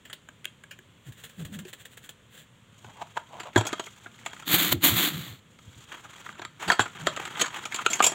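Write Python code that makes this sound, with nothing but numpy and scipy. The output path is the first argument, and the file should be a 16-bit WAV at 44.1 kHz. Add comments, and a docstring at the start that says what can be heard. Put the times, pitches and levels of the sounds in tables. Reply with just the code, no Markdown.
"""Plastic things are handled over a wooden desk, close to a hand-held phone in a small, faintly humming room.
First a clear heart-shaped case ticks and its sequins swish, while shifting fingers bump the phone.
Next a vinyl bag of pencil sharpeners crinkles and scuffs as it is lifted, and is set down with a thud.
A finger then slides twice over the microphone.
Last, the bag is pushed and tipped, and the sharpeners clatter inside."""
import sys
import numpy as np
from scipy import signal
from scipy.fft import rfft, irfft
from scipy.io import wavfile

SR = 44100
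rng = np.random.default_rng(int(sys.argv[2]) if len(sys.argv) > 2 else 0)


def waveform_to_disk(signal):
    """Save audio, clipped to [-1, 1], as 16-bit WAV at the path in sys.argv[1]."""
    frames = np.transpose(np.atleast_2d(signal))
    scaled = np.clip(frames, -1, 1) * 32767
    samples = np.round(scaled).astype(np.int16)
    wavfile.write(sys.argv[1], SR, samples)


N = 358974
TIME = np.arange(N) / SR

# the bag's motion in two gestures, carried and then pushed and tipped: time_s, effort_db, treble_db
HANDLING = [
    [(2.72, -62, -69.5), (2.81, -60, -60), (2.964, -53, -64), (3.244, -58, -65), (3.394, -47, -63),
     (3.562, -49.5, -65), (3.712, -39.5, -67), (3.842, -56, -49.5), (3.968, -54.5, -61), (4.29, -51, -57.5),
     (4.45, -45, -56)],
    [(5.5, -70, -69.5), (5.76, -58, -58.5), (6.04, -52.5, -59), (6.29, -47, -56), (6.44, -48.5, -75),
     (6.67, -72, -61), (6.82, -52, -60.5), (7.15, -35.5, -52), (7.81, -44, -56), (7.97, -36.5, -46),
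     (8.14, -34.5, -57)],
]
USUAL_HANDLING_DB = -46.5
# knocks of the sharpeners in the bag: start_s, decay_s, level_db, weight_db, hardness_db
KNOCKS = [(2.8447, 0.0043, -47, 0, -6), (3.1707, 0.0019, -32, -17, -11), (3.3997, 0.008, -37.5, -6, -1.5),
          (3.4327, .0045, -46, 0, -0.5), (3.5597, 0.0066, -15, 1, -8), (3.5757, 0.0098, -25, 3, 0.5),
          (3.6097, 0.0043, -31, 2, -3), (3.6517, 0.0071, -34.5, 1, -3), (3.6677, 0.0086, -33.5, -2, 5),
          (3.7287, 0.0046, -29, -0.5, -3.5), (3.7957, .005, -32.5, 0, -1.5),
          (3.8687, .005, -41.5, -5.5, -25), (4.0599, 0.0087, -39.5, -8, -23),
          (4.2612, 0.005, -33, -5.5, -0.5), (4.3317, 0.0028, -43.5, -2.5, -2), (5.588, .002, -54, -10, -3),
          (6.0487, 0.0084, -43, -8, -18), (6.2627, .003, -38, -17, -14), (6.2907, 0.0015, -39, -14, -18),
          (6.3947, 0.0032, -39.5, 0.5, -8), (6.4177, 0.0059, -37.5, -7, -4.5),
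          (6.4499, .003, -37, -13.5, -2), (6.6787, 0.027, -26, 0, -1.5), (6.7009, 0.0032, -14, -14.5, -10),
          (6.7167, 0.01, -21, -7, -3.5), (6.7937, 0.0027, -15.5, -6, -9.5), (6.8007, 0.014, -24.5, -7, 0),
          (6.8567, 0.0076, -33.5, -11, -8.5), (7.0697, .0023, -19, -3, -5), (7.0787, 0.015, -31, -5, -5),
          (7.1727, 0.0018, -32.5, -3, -7), (7.3947, 0.017, -29, -8, 1), (7.4087, 0.0088, -34, 1, 5),
          (7.4137, 0.0058, -27, 0, 6.5), (7.4397, 0.011, -29.5, -16, -11), (7.4587, 0.0084, -34, -13, -2),
          (7.5837, 0.004, -42, -18, -3.5), (7.6537, 0.0065, -34, -8, 0), (7.7217, 0.0058, -34, -26, -3.5),
          (7.7437, 0.0068, -37, -4, 6), (7.7599, 0.0054, -41.5, -7, 7), (7.7867, 0.011, -29.5, -23, -9),
          (7.8627, 0.0026, -16.5, -9.5, -4.5), (7.9007, 0.036, -40.5, 5, 10), (7.9322, 0.005, -39, -7, 12),
          (8.0031, 0.0026, -14, -6.5, -16), (8.0241, 0.0081, -27.5, -5, 4.5), (8.0377, 0.019, -26, -1, 9),
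          (8.0647, 0.0075, -30, 3, 11.5), (8.1187, 0.0032, -37.5, 2.5, 1.5)]
# broad resonances of plastic shells, narrow ones of steel blades: pitch_hz, bandwidth_hz, gain_db
SHARPENER_MODES = [(298, 170, -7.5), (466, 95, -8), (668, 127, -6.5), (988, 150, 7.5), (1223, 58, 12.5),
                   (1350, 110, 13), (1593, 252, 10), (2150, 470, 3), (3080, 500, 0), (3250, 60, 12),
                   (3620, 520, 0), (4550, 260, -3), (5620, 11, -8), (6200, 62, -3), (6650, 140, 5.5),
                   (6810, 480, 0.5), (7270, 70, 8.5), (7600, 85, -0.5), (7835, 42, 2), (10700, 1600, -25),
                   (15000, 750, -37)]


def from_db(db):
    """Amplitude grows tenfold for every 20 dB."""
    return 10 ** (np.asarray(db) / 20)


def rms_one(x):
    """Division by the root mean square gives unit power."""
    return x / np.sqrt(np.mean(x ** 2) + 1e-20)


def band(x, low_hz, high_hz, order=3):
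    """A causal band-pass filter attenuates what lies outside its two edges."""
    return signal.sosfilt(signal.butter(order, [low_hz, high_hz], "band", fs=SR, output="sos"), x)


def drift(knots_per_s):
    """Interpolation between random values gives a smooth fluctuation of unit power."""
    knots = rng.standard_normal(int(knots_per_s * N / SR) + 2)
    return rms_one(np.interp(TIME * knots_per_s, np.arange(len(knots)), knots))


def swell(centre_s, half_s):
    """A Gaussian envelope rises and falls symmetrically about its centre."""
    return np.exp(-np.minimum(((TIME - centre_s) / half_s) ** 2 / 2, 20))


def swells(rows):
    """Short envelopes add by superposition."""
    return sum(from_db(db) * swell(centre_s, half_s) for centre_s, half_s, db in rows)


def effort(gestures, usual_db):
    """Interpolation in decibels gives a gain per level column, relative to usual; silent between gestures."""
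    gains = 0
    for rows in gestures:
        times_s, *columns = np.transpose(rows)
        gains += from_db([np.interp(TIME, times_s, db - usual_db, left=-200, right=-200) for db in columns])
    return gains


def coloured(x, spectrum):
    """Spectral shaping, with a bass roll-off below the first point; the result has unit power."""
    hz, db = np.transpose(spectrum)
    bins_hz = np.maximum(np.fft.rfftfreq(N, 1 / SR), 1)
    skirt = np.minimum(bins_hz / hz[0], 1) ** 2
    shape = from_db(np.interp(np.log(bins_hz), np.log(hz), db))
    return rms_one(irfft(rfft(x) * skirt * shape, N))


def resonate(x, modes, tuning=1, uneven_db=0):
    """Modal superposition: damped resonators respond in parallel, with alternating signs."""
    out = 0
    for k, (hz, width_hz, db) in enumerate(modes):
        radius = np.exp(-np.pi * width_hz / SR)
        zeros = np.array([1, 0, -1]) * (1 - radius ** 2) / 2
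        poles = [1, -2 * radius * np.cos(2 * np.pi * hz * tuning / SR), radius ** 2]
        strength = from_db(db + uneven_db * rng.standard_normal())
        out += (-1) ** k * strength * signal.lfilter(zeros, poles, x + 1e-18)
    return out


def grains(per_s, spread_db):
    """Shot noise: tiny contacts of uneven size arrive at random moments."""
    sizes = from_db(spread_db * np.minimum(rng.exponential(1, N), 4)) * rng.choice([-1, 1], N)
    return rms_one(sizes * (rng.random(N) < per_s / SR))


def two_registers(x, low_gain, high_gain):
    """A crossover near 5 kHz gives the lower and upper bands separate envelopes."""
    return low_gain * rms_one(band(x, 100, 5000)) + high_gain * rms_one(band(x, 5200, 17000))


def blows(rows, modes, first_contact, chatter_db, crack_db, tick_db, tick_follows, cover=lambda x: x):
    """Impact excitation: a hard contact and a dying chatter ring an object's modes, heard through a cover."""
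    # limits of the body, clack, snap and tick registers: edge_hz
    edges_hz = [150, 700, 2400, 5000, 15500]
    chatter_rise_s = 0.00098  # loose pieces start to move just after the first contact
    t = TIME[:SR // 10]
    start_s, decay_s, level_db, weight_db, hardness_db = np.transpose(rows)
    size = (len(rows), len(t))
    chatter = rng.standard_normal(size)
    chatter = rms_one(chatter * from_db(chatter_db * rng.standard_normal(size).clip(-2, 2)))
    force = (1 - np.exp(-t / chatter_rise_s)) * np.exp(-t / decay_s[:, None]) * chatter
    force[:, 0] = first_contact
    # no two contacts hit the same piece at the same spot
    ringing = np.array([resonate(f, modes, tuning=rng.normal(1, .008), uneven_db=4) for f in force])
    radiated = cover(ringing + from_db(crack_db) * force)
    # a heavy contact adds body, a hard one adds snap and tick
    registers_db = level_db + np.array(
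        [weight_db, np.zeros(len(rows)), hardness_db, tick_db + tick_follows * hardness_db])
    sounds = 0
    for db, low_hz, high_hz in zip(registers_db, edges_hz, edges_hz[1:]):
        part = band(radiated, low_hz, high_hz)
        rms = np.sqrt(np.sum(part ** 2, axis=1) * 100 / SR)  # energy counted over 10 ms
        sounds += part * (from_db(db) / rms)[:, None]
    out = np.zeros(N + len(t))
    for start, sound in zip(np.round(start_s * SR).astype(int), sounds):
        out[start:start + len(t)] += sound
    return out[:N]


def background(air_db=-61, hum_db=-70.5, hum_hz=110.6, waver_hz=2.7):
    """Room air is stationary noise; a faint motor hum wavers by frequency modulation."""
    # spectrum of the room air: frequency_hz, density_db
    spectrum = [(25, -21), (60, -14.5), (120, -2), (240, -9.5), (320, -16.5), (500, -16), (780, -26),
                (1000, -19.5), (1700, -21.5), (2500, -22.5), (3300, -19.5), (5100, -41), (7200, -27),
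                (10500, -43), (15500, -43)]
    air = coloured(rng.standard_normal(N), spectrum)
    air /= np.std(band(air, 250, 15500))  # air_db is the level within this band
    hum = np.sqrt(2) * np.sin(2 * np.pi * np.cumsum(hum_hz + waver_hz * drift(45)) / SR)
    return from_db(air_db) * air + from_db(hum_db) * hum


def heart_case():
    """Free vibration: each light contact leaves the plastic case ringing briefly in its modes."""
    # ticks of the case: start_s, decay_s, level_db, weight_db, hardness_db
    ticks = [(0.0517, 0.013, -47, -13, 0.5), (0.0977, 0.011, -45, -23, -2), (0.1297, 0.0043, -45, -15, 7.5),
             (0.2877, 0.0021, -45, -13, -5.5), (0.4447, 0.0019, -47, -25, 2),
             (0.4542, 0.0011, -37.5, -16, 6), (0.6367, 0.0029, -47, -21, -6), (0.7097, 0.012, -43, -15, 0),
             (0.7887, 0.0022, -49.5, -6, -4), (1.6507, 0.0047, -51.5, 9, 0)]
    # resonances of the case: pitch_hz, bandwidth_hz, gain_db
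    modes = [(370, 27, -9), (603, 42, -13.5), (1540, 560, -2), (1680, 230, 2.5), (2070, 390, -6.5),
             (2600, 1030, -4), (3230, 270, 5), (6100, 820, -18), (7100, 460, 2.5), (8950, 1500, -6.5),
             (15100, 1100, -6)]
    return blows(ticks, modes, first_contact=3.7, chatter_db=0, crack_db=-39, tick_db=-8, tick_follows=0.55)


def sequins(slide_lead_s=0.041, slide_half_s=0.015, landing_rise_s=0.0017, landing_decay_s=0.01):
    """Granular noise: each shake slides the sequins across the case and throws them against its wall."""
    # shakes of the case: landing_s, slide_db, landing_db
    shakes = [(0.128, -71, -42), (1.121, -58, -50.5), (1.237, -56.5, -40.5), (1.294, -56.5, -52),
              (1.449, -53, -40.5), (1.587, -49, -39), (1.729, -51.5, -38.5), (1.851, -54, -41),
              (1.971, -57.5, -42), (2.09, -52, -40)]
    # spectrum of the sequins' contacts: frequency_hz, density_db
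    spectrum = [(500, -3), (930, -16), (1200, -10), (1730, 0), (2320, -8), (3370, -0.5), (4200, -11.5),
                (5270, -22.5), (7200, -4.5), (9000, -12.5), (12000, -19.5), (14900, -10), (15800, -11.5)]
    envelope = from_db(-66.5) * swell(centre_s=1.34, half_s=0.19)  # trickle between the shakes
    envelope += from_db(-53.5) * swell(centre_s=2.376, half_s=0.034)  # last slide as the case is turned
    for landing_s, slide_db, landing_db in shakes:
        age_s = np.clip(TIME - landing_s, 0, 1)
        landing = (1 - np.exp(-age_s / landing_rise_s)) * np.exp(-age_s / landing_decay_s)
        envelope += from_db(slide_db) * swell(landing_s - slide_lead_s, slide_half_s)
        envelope += from_db(landing_db) * landing
    contacts = coloured(grains(per_s=3000, spread_db=2), spectrum)
    return two_registers(contacts, envelope, from_db(-2.5) * envelope)


def grip(wander=0.15, rumble_db=-7):
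    """Structure-borne sound: fingers judder on the phone's body in short, unsteady hums with some rumble."""
    # bumps of the shifting fingers: centre_s, half_length_s, pitch_hz, level_db
    bumps = [(1.091, 0.016, 116, -49.5), (1.407, 0.014, 215, -42), (1.448, 0.034, 159, -48),
             (1.57, 0.05, 169.5, -48), (2.873, 0.028, 115, -58.5), (4.545, 0.025, 168.4, -41),
             (4.753, 0.026, 111, -38.5), (4.938, 0.018, 108.3, -34.5), (5.162, 0.043, 174.5, -43.5),
             (5.315, 0.026, 114.6, -51.5), (5.684, .012, 111.5, -54), (5.782, 0.017, 110, -56),
             (6.688, 0.012, 167, -41), (7.05, 0.039, 151.4, -48)]
    warped_s = np.cumsum(1 + wander * drift(70)) / SR
    rumble = from_db(rumble_db) * rms_one(band(rng.standard_normal(N), 70, 257, order=2))
    out = 0
    for centre_s, half_s, hz, db in bumps:
        hum = np.sqrt(2) * np.sin(2 * np.pi * hz * warped_s)
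        out += from_db(db) * swell(centre_s, half_s) * (hum + rumble)
    return out


def vinyl_bag(crumple_db=-53.5, crackle_db=-46, clump_db=4, jostle_db=-3, drag_db=-60):
    """Buckling: creases give way in clumps, as the same motion jostles the sharpeners and drags the bag."""
    # single folds of the vinyl buckling: centre_s, half_length_s, level_db
    buckles = [(5.945, 0.028, -42), (6.16, 0.061, -56.5), (6.64, 0.026, -37.5), (6.745, 0.0093, -47),
               (6.975, 0.011, -39.5), (7.21, 0.0073, -32.5), (7.28, 0.004, -37), (7.37, 0.011, -33.5),
               (7.565, 0.028, -42.5), (7.812, 0.0075, -31.5), (8.09, 0.0086, -47)]
    # spectrum of the creasing vinyl: frequency_hz, density_db
    spectrum = [(150, -20), (250, -5), (347, 1.5), (553, -5), (929, 4), (1290, 0), (1670, 1.5), (2620, -2),
                (3280, -5.5), (5130, -31), (7000, -19), (9720, -36.5), (11600, -38.5), (14700, -37),
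                (15500, -36)]
    motion, treble = effort(HANDLING, USUAL_HANDLING_DB)
    # the wall rustles around each listed knock, but can give only so far
    give_lead_s, give_half_s = 0.0016, 0.0081
    gives = [(s - give_lead_s, give_half_s, min(db - 16.5, -44.5)) for s, _, db, _, _ in KNOCKS]
    folds = from_db(-1.5) * swells(buckles + gives)
    crumple = from_db(crumple_db) * motion + folds
    crackle = from_db(crackle_db) * treble + from_db(-10.5) * folds
    creases = coloured(grains(per_s=16000, spread_db=2.5) * from_db(clump_db * drift(110)), spectrum)
    # each small contact rings only one of three groups of modes, so the nudges differ in pitch
    nudges = sum(resonate(grains(per_s=50, spread_db=3), SHARPENER_MODES[k::3]) for k in range(3))
    jostle = from_db(jostle_db) * rms_one(band(nudges, 550, 3850, order=7))
    rumble = rms_one(band(rng.standard_normal(N), 99, 230, order=2))
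    drag = from_db(drag_db) * motion ** 0.61 * rumble
    return two_registers(creases + jostle, crumple, crackle) + drag


def rattles(per_s=16, decay_s=0.0037, spread_db=2, motion_exponent=1.2):
    """A Poisson process times stray small knocks, whose strength grows with the bag's motion."""
    motion, _ = effort(HANDLING, USUAL_HANDLING_DB)
    scatter_db = spread_db * rng.standard_normal((400, 3)).clip(-2, 2)
    handling_start_s = HANDLING[0][0][0]
    times_s = handling_start_s + np.cumsum(rng.exponential(1, len(scatter_db))) / per_s
    rows = []
    for start_s, (level_db, weight_db, hardness_db) in zip(times_s, scatter_db + [-49.5, -12.5, -4]):
        if start_s < TIME[-1]:
            motion_db = motion_exponent * 20 * np.log10(motion[int(start_s * SR)])
            rows.append((start_s, decay_s, level_db + motion_db, weight_db, hardness_db))
    return rows


def bag_wall(x, cutoff_hz=8300, leak_db=-10.5):
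    """Transmission loss: the vinyl wall lets only a little of the highest treble out."""
    wall = signal.butter(6, cutoff_hz, fs=SR, output="sos")
    return signal.sosfilt(wall, x) + from_db(leak_db) * x


def sharpeners():
    """Collisions excite the modes of plastic shells and steel blades, heard through the bag."""
    return blows(KNOCKS + rattles(), SHARPENER_MODES, first_contact=5.5, chatter_db=5.5,
                 crack_db=-13, tick_db=-4.5, tick_follows=1.66, cover=bag_wall)


def bag_scuffs():
    """Sliding friction: clouds of tiny contacts swell and fade as the bag is picked up."""
    # short slides of the bag: centre_s, half_length_s, level_db
    slides = [(2.885, 0.028, -50.5), (2.99, 0.021, -47), (3.021, 0.0065, -32.5), (3.173, 0.0053, -26),
              (3.355, 0.03, -42), (3.47, .016, -37)]
    # hollow spectrum of a scuff: frequency_hz, density_db
    spectrum = [(350, -11.5), (600, -2), (950, 5), (1300, -9.5), (1800, -16), (3300, -13), (5100, -31),
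                (7000, -16), (12000, -43), (15500, -30)]
    envelope = swells(slides)
    contacts = coloured(grains(per_s=1000, spread_db=3), spectrum)
    return two_registers(contacts, envelope, from_db(-20) * envelope)


def desk():
    """Impulse response: the weight of the bag sets the desk's low modes swinging, and they decay."""
    # blows of the bag on the desk: start_s, level_db
    thumps = [(3.56, -24.5), (3.5789, -24.5), (6.793, -32.5)]
    # resonances of the desk: pitch_hz, gain_db, t60_s
    modes = [(109.7, 7, 0.14), (166, -15.5, 0.14), (315, -29, 0.098), (737, -4, 0.11)]
    impulses, t = np.zeros(N), TIME[:SR // 2]
    for start_s, db in thumps:
        impulses[round(start_s * SR)] = from_db(db)
    swing = sum(from_db(db - 60 * t / t60_s) * np.sin(2 * np.pi * hz * t) for hz, db, t60_s in modes)
    return band(signal.fftconvolve(impulses, swing)[:N], 78, 1350)


def finger_rub(friction_db=-28, hiss_db=-29, boom_db=-37, slip_db=1.5, fade_db_per_s=241.5):
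    """Stick-slip friction of skin on the microphone port shakes the casing; pressure adds level and hiss."""
    # finger pressure in two strokes: time_s, pressure_db
    strokes = [
        [(4.45, -56), (4.476, -30.5), (4.544, -19), (4.576, -26), (4.616, -23), (4.712, -30), (4.728, -17),
         (4.74, -37), (4.75, -43), (4.8, -56)],
        [(4.8, -57.5), (4.842, -16), (4.876, -20), (4.922, -29), (4.958, -28.5), (4.966, -23.5), (5.074, -25.5),
         (5.104, -36), (5.302, -44), (5.4, -59)],
    ]
    # spectrum of the skin's friction: frequency_hz, density_db
    spectrum = [(350, -11), (500, -15), (880, -13.5), (1200, -9), (2200, -7.5), (2660, -10.5), (3350, -2.5),
                (4340, -8), (5200, -25), (6000, -14), (7070, 0), (8700, -3.5), (11000, -0.5), (13800, 8.5),
                (15600, 4.5)]
    # resonances of the phone's casing: pitch_hz, bandwidth_hz, gain_db
    casing_modes = [(170.5, 22, 4.5), (299, 41, 3.5), (348, 29, 3)]
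    pressure, = effort(strokes, usual_db=-26.5)
    friction = coloured(grains(per_s=9000, spread_db=1.5) * from_db(slip_db * drift(350)), spectrum)
    rub = two_registers(friction, from_db(friction_db) * pressure, from_db(hiss_db) * pressure ** 1.3)
    # the casing goes on shaking as the finger lifts
    fade_db = fade_db_per_s * TIME
    shaking_db = np.maximum.accumulate(20 * np.log10(pressure) + fade_db) - fade_db
    boom = rms_one(band(resonate(rng.standard_normal(N), casing_modes), 107, 520))
    return rub + boom * from_db(shaking_db + boom_db)


def room(x, t60_s=0.22, delay_s=0.006, level_db=-17):
    """Reverberation: walls a metre or two away return a short diffuse tail."""
    t = TIME[:SR // 2]
    tail = band(rng.standard_normal(len(t)), 250, 10860) * from_db(-60 * t / t60_s) * (t > delay_s)
    return from_db(level_db) * signal.fftconvolve(x, tail / np.linalg.norm(tail))[:N]


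def scene():
    """All sources superpose at one microphone, carried on both channels; only the objects reverberate."""
    impacts = from_db(0.7) * heart_case() + from_db(0.67) * sharpeners()
    rustles = from_db(1.5) * sequins() + from_db(-2.5) * bag_scuffs() + vinyl_bag()
    objects = impacts + rustles + desk()
    phone = finger_rub() + from_db(7.5) * grip()
    mono = objects + room(objects) + phone + background()
    return np.stack([mono, mono])


def record(dry, ceiling=1.3, cutoff_hz=15800):
    """Soft saturation rounds the highest peaks, and a steep low-pass filter cuts the top."""
    low_pass = signal.ellip(12, .1, 90, cutoff_hz, fs=SR, output="sos")
    return signal.sosfilt(low_pass, ceiling * np.tanh(dry / ceiling))


dry = scene()
out = record(dry)
waveform_to_disk(out)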